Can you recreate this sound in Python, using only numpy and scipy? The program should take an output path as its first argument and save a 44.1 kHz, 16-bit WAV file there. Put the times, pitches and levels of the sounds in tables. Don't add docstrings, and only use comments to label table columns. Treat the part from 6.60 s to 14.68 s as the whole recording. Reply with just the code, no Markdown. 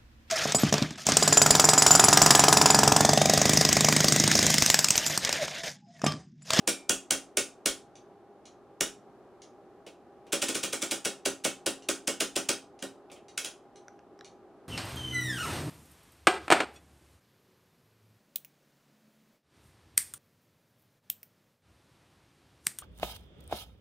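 import sys
import numpy as np
from scipy import signal
from scipy.fft import rfft, irfft, next_fast_len
from scipy.io import wavfile
from scipy.ndimage import uniform_filter1d, map_coordinates

SR = 44100
rng = np.random.default_rng(int(sys.argv[2]) if len(sys.argv) > 2 else 0)


def output_pcm(signal):
    pcm = np.clip(np.atleast_2d(signal).T, -1, 1) * 32767
    wavfile.write(sys.argv[1], SR, np.round(pcm).astype(np.int16))


N = 356328

# snap_s, nominal level_db (each layer adds its own offset), scrape_s before the snap
STEPS = [(0.0774, -18, 0.0028), (0.2958, -17.5, 0.0014), (0.5091, -18, 0.0015), (0.773, -19, 0.0015),
         (1.0604, -17.5, 0.0017), (2.2096, -19.5, 0.0022), (3.7309, -22, 0.0069), (3.8261, -25, 0.0083),
         (3.8908, -27.5, 0.0092), (3.9537, -26.5, 0.0083), (4.0379, -26.5, 0.0072), (4.1331, -26.5, 0.0067),
         (4.2262, -27, 0.0089), (4.3191, -25.5, 0.0097), (4.4566, -25, 0.0095), (4.661, -24.5, 0.0077),
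         (4.8511, -23.5, 0.0089), (5.066, -23.5, 0.0044), (5.29, -22.5, 0.0028), (5.479, -24, 0.0057),
         (5.6077, -22.5, 0.0053), (5.765, -24.5, 0.0068), (5.8924, -22, 0.0039), (6.2261, -34, 0.00091),
         (6.7785, -26, 0.001), (6.848, -30.5, 0.001)]
# start_s, nominal level_db,
# nominal brightness_db
KNOB_PLAY = [(3.2651, -34, -13.5), (3.6672, -43.5, -17), (6.4996, -41, -30), (6.5161, -36, -6),
             (6.562, -43.5, -32)]
# frequency_hz, level_db
SNAP_SPECTRUM = [(150, -21), (500, -9), (1000, -9.5), (1500, -4.5), (2000, -7), (2400, 1.5), (3400, 1.5),
                 (4400, -3), (5500, 0), (8300, 0.5), (10200, -2), (12000, -16), (15500, -14)]
# frequency_hz, level_db
THUD_SPECTRUM = [(60, -26.5), (110, -13.5), (200, -9), (330, -1), (550, 0.5), (750, -7), (1100, -15),
                 (2500, -38.5)]
TURN_BACK_S = 3


def amp(db):
    return 10 ** (np.asarray(db) / 20)


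def unit(x):
    return x / np.sqrt(np.mean(x ** 2) + 1e-20)


def along(points, hz):
    point_hz, value = np.transpose(points)
    return np.interp(np.log(hz + 1), np.log(point_hz + 1), value)


def filtered(x, response):
    n = x.shape[-1]
    padded = next_fast_len(n + 8192)
    spectrum = rfft(x, padded) * response(np.fft.rfftfreq(padded, 1 / SR))
    return irfft(spectrum, padded)[..., :n]


def colour(spectrum, bright_db=0, size=2048):
    hz = np.fft.rfftfreq(size, 1 / SR)
    tilt = along([(3000, -.5), (8000, .5)], hz)
    db = along(spectrum, hz) + bright_db * tilt
    cepstrum = irfft(np.log(amp(db)))
    cepstrum[1:size // 2] *= 2
    cepstrum[size // 2 + 1:] = 0
    h = irfft(np.exp(rfft(cepstrum)))
    return h / np.linalg.norm(h)


def add(track, s, sound):
    i = max(round(s * SR), 0)
    track[i:i + len(sound)] += sound[:N - i]


def wobble(rate):
    knots = rng.standard_normal(int(N * rate / SR) + 4)
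    return map_coordinates(knots, [np.arange(N) * rate / SR])


def ring(modes, scatter_db, attack):
    t = np.arange(SR // 2) / SR
    hz, db, t60 = np.transpose(modes)[:, :, None]
    gain = amp(db + scatter_db * rng.standard_normal(hz.shape))
    sines = np.sin(2 * np.pi * (hz * t + rng.random(hz.shape)))
    decay = np.exp(-np.log(1000) * t / t60)
    total = (gain * sines * decay).sum(0)
    return total * (1 - np.exp(-t / attack)) * np.sqrt(2 / np.sum(gain ** 2))


def burst(spectrum, t60, bright_db=0):
    t = np.arange(SR // 4) / SR
    rattle = rng.standard_normal(len(t)) * np.exp(-np.log(1000) * t / t60)
    return signal.fftconvolve(rattle, colour(spectrum, bright_db))


def fan(waver_db=-0.53):
    # frequency_hz, level_db
    air_spectrum = [(12, -45.5), (20, -28), (113, -17.5), (168, -14.5), (399, -5), (434, -9), (472, -12),
                    (718, -11), (802, -11.5), (873, -18), (1220, -20), (2080, -34), (6360, -45.5),
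                    (12100, -51), (16000, -63)]
    # frequency_hz, correlation (0 to 1)
    likeness = [(60, 0.55), (180, 0.93), (550, 0.98), (1650, 0.93), (4970, 0.26), (15000, 0.1)]
    # pitch_hz, level_db, wobble_hz (knots a second of the amplitude wobble)
    tones = [(118.4, -78, 2), (360, -66, 25), (403.7, -65, 9), (807.5, -66, 4)]

    def air_response(hz):
        angle = np.arccos(np.clip(along(likeness, hz), -1, 1)) / 2
        return amp(along(air_spectrum, hz)) * [np.cos(angle), np.sin(angle)]

    mid, side = filtered(rng.standard_normal((2, N)), air_response)
    level_db = -56.5 + waver_db * wobble(6)
    sound = amp(level_db) * unit(np.array([mid + side, mid - side]))
    t = np.arange(N) / SR
    for hz, db, wobble_hz in tones:
        strength = 1 + 0.36 * wobble(wobble_hz)
        tone = np.sin(2 * np.pi * hz * t + wobble(2 * wobble_hz))
        sound = sound + amp(db) * unit(strength * tone)
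    return sound


def room(x, gap=0.0068, bench_db=-7, walls_db=0.5, walls_life=0.011):
    # frequency_hz, t60_s
    decay_times = [(150, .4), (400, .33), (1040, .27), (2760, .25), (7280, .24), (11000, .21), (16000, .18)]
    # frequency_hz, side_db
    width = [(100, -3.5), (500, -20), (1200, -33), (2800, -21.5), (5500, -9.5), (10000, -6), (14000, -1.5)]
    noise = rng.standard_normal((2, SR // 2))
    hz, t, bands = signal.stft(noise, SR, nperseg=256)
    bands = bands * np.exp(-np.log(1000) * t / along(decay_times, hz)[:, None])
    tail = signal.istft(bands, SR, nperseg=256)[1]
    t = np.arange(tail.shape[1]) / SR
    early_db = np.where(t < gap, bench_db, walls_db * np.exp((gap - t) / walls_life))
    tail = tail * amp(early_db)
    mid, side = tail / np.linalg.norm(tail[0])
    side = filtered(side, lambda hz: amp(along(width, hz)))
    return signal.fftconvolve(x[None], np.array([mid + side, mid - side]), axes=1)[:, :N]


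def ticks():
    # start_s, nominal level_db
    tick_events = [(1.355, -45.5), (1.855, -42), (2.8186, -41.5), (5.223, -42.5), (6.1903, -44.5),
                   (6.6835, -42), (7.158, -46), (7.646, -41.5)]
    # frequency_hz, level_db
    tick_spectrum = [(800, -33), (1800, -6), (2100, -1.5), (2900, 0.5), (3800, 0.5), (4600, -1),
                     (5300, -2.5), (6200, 3), (7000, -1), (8000, -10.5), (10000, -8), (12000, -36),
                     (16000, -30)]
    # pitch_hz, level_db, t60_s
    tin_modes = [(2100, -4, .1), (4500, -4, .11), (4750, -4, .1), (6100, 0, .1), (6800, 0, .09),
                 (9300, -6, .07), (10000, -6, .08)]
    track = np.zeros(N)
    for s, db in tick_events:
        tin = ring(tin_modes, scatter_db=3, attack=.001)
        add(track, s, amp(db - 5) * burst(tick_spectrum, t60=0.038))
        add(track, s, amp(db - 28.0) * tin)
    return track


def taps():
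    # start_s, nominal level_db, ping_hz
    tap_events = [(7.2821, -33.5, 5900), (7.3917, -47, 2710), (7.591, -42, 5570), (7.6094, -34.5, 3900)]
    # frequency_hz, level_db
    tap_spectrum = [(200, -0.5), (1100, 6), (1700, 12), (2600, -7), (3900, -10), (6000, -1), (9000, -23),
                    (15000, -33.5)]
    track = np.zeros(N)
    for s, db, hz in tap_events:
        ping = ring([(hz, 0, .008)], 0, attack=0.00032)
        add(track, s, amp(db - 5.5) * burst(tap_spectrum, t60=0.011))
        add(track, s, amp(db - 6.5) * ping)
    return track


def flank(s):
    if s < TURN_BACK_S:
        return -4, 1.5, -12
    return -2.5, 0.8, -10


def housing():
    # pitch_hz, level_db, t60_s
    metal_modes = [(1446, 1, .22), (1527, -2, .2), (2203, -2, .22), (2491, -5, .2), (2835, 1, .18),
                   (3086, -4, .18), (3269, -3, .18), (5689, -1, .17), (6771, -1, .14), (8286, -2, .15)]
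    # pitch_hz, level_db, t60_s
    case_modes = [(135, -17, .3), (193, -9, .35), (228, -8, .28), (272, -1, .38), (310, -4, .16),
                  (330, 1, .24), (393, 0, .27), (442, -5, .18), (470, -6, .18), (534, -3, .16),
                  (563, 0, .22), (645, -7, .2), (780, -11, .2)]
    # pitch_hz, level_db, t60_s
    spring_modes = [(2205, -2, .35), (2305, -3, .35), (2370, 0, .44)]
    # frequency_hz, level_db
    panel_spectrum = [(500, -20), (900, -9.5), (1250, 1), (1480, 5), (1700, -5), (1870, 5), (2050, -13),
                      (3000, -25)]
    # frequency_hz, level_db
    thump_spectrum = [(20, -8.5), (45, 3), (80, -13.5), (160, -24.5), (500, -57.5)]
    # time_s, nominal level_db
    push = [(0.08, -33), (2.21, -34.5), (3.73, -32.5), (3.88, -37), (4.14, -38.5), (4.45, -35.5),
            (4.7, -31), (5.29, -34), (5.9, -33.5), (6.85, -50.5)]
    snap_share = 0.45

    track = np.zeros(N)
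    for s, db, _ in STEPS:
        knock_db = np.interp(s, *np.transpose(push))
        _, _, panel_db = flank(s)
        clack_db = panel_db + snap_share * db + (1 - snap_share) * knock_db
        metal = ring(metal_modes, scatter_db=2.5, attack=.001)
        case = ring(case_modes, scatter_db=2, attack=.002)
        add(track, s, amp(db - 16.0) * metal + amp(knock_db + 1.0) * case)
        add(track, s, amp(clack_db + 1) * burst(panel_spectrum, t60=0.23))
        add(track, s, amp(knock_db) * burst(THUD_SPECTRUM, t60=0.21))
        if s < TURN_BACK_S:
            add(track, s, amp(db - 38.5) * burst(thump_spectrum, t60=.25))
    for s, db, _ in KNOB_PLAY:
        add(track, s, amp(db - 14) * burst(THUD_SPECTRUM, t60=0.22))
    add(track, 0, amp(-63.5) * burst(SNAP_SPECTRUM, t60=0.31, bright_db=-6.5))
    add(track, STEPS[0][0], amp(-40.5) * ring(spring_modes, 0, attack=.001))
    return track


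def detent(lead, scrape_db, bright_db, grain_db=3, creep_db=-14):
    t = np.arange(SR // 20) / SR - .02
    onset, rise, hold, fall = .0008, .001, .0009, .0019
    snap = np.exp(np.minimum(t + hold, 0) / rise - np.maximum(t - hold, 0) / fall)
    slips = amp(grain_db * unit(uniform_filter1d(rng.standard_normal(len(t)), 40)))
    swell = np.exp(np.minimum(t + 0.81 * lead, 0) / onset)
    creep = amp(creep_db) * (t > -1.4 * lead)
    scrape = amp(scrape_db - 2.5) * slips * np.maximum(swell, creep) * (t < 0)
    force = np.maximum(snap, scrape)
    return signal.fftconvolve(force * rng.standard_normal(len(t)), colour(SNAP_SPECTRUM, bright_db - .5))


def clicks():
    bright_per_db, usual_snap_db = 0.18, -22.5
    track = np.zeros(N)
    for s, db, lead in STEPS:
        scrape_db, flank_db, _ = flank(s)
        bright_db = flank_db + bright_per_db * (db - usual_snap_db)
        start = s - .02
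        add(track, start, amp(db + 0.5) * detent(lead, scrape_db, bright_db))
    for s, db, bright_db in KNOB_PLAY:
        add(track, s, amp(db - 13.0) * burst(SNAP_SPECTRUM, t60=0.062, bright_db=bright_db + 4.5))
    return track


def scene():
    # frequency_hz, side_db
    case_width = [(40, 2), (130, -3), (300, -11.5), (550, -9), (1200, -19.5)]
    case, far, near = housing(), ticks(), taps()
    spread = filtered(housing(), lambda hz: amp(along(case_width, hz)))
    direct = clicks() + amp(0.5) * case + np.array([spread, -spread]) + amp(-3) * far + near
    front = room(amp(-4.5) * clicks() + amp(-1.0) * far)
    back = room(amp(-2.5) * clicks() + amp(-13.5) * near)
    balance = amp([[-.3], [.3]])
    return (direct + front + back) * balance + fan()


def record(dry):
    top_hz = 15850
    return filtered(dry, lambda hz: 1 / np.sqrt(1 + (hz / top_hz) ** 200))


dry = scene()
out = record(dry)
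output_pcm(out)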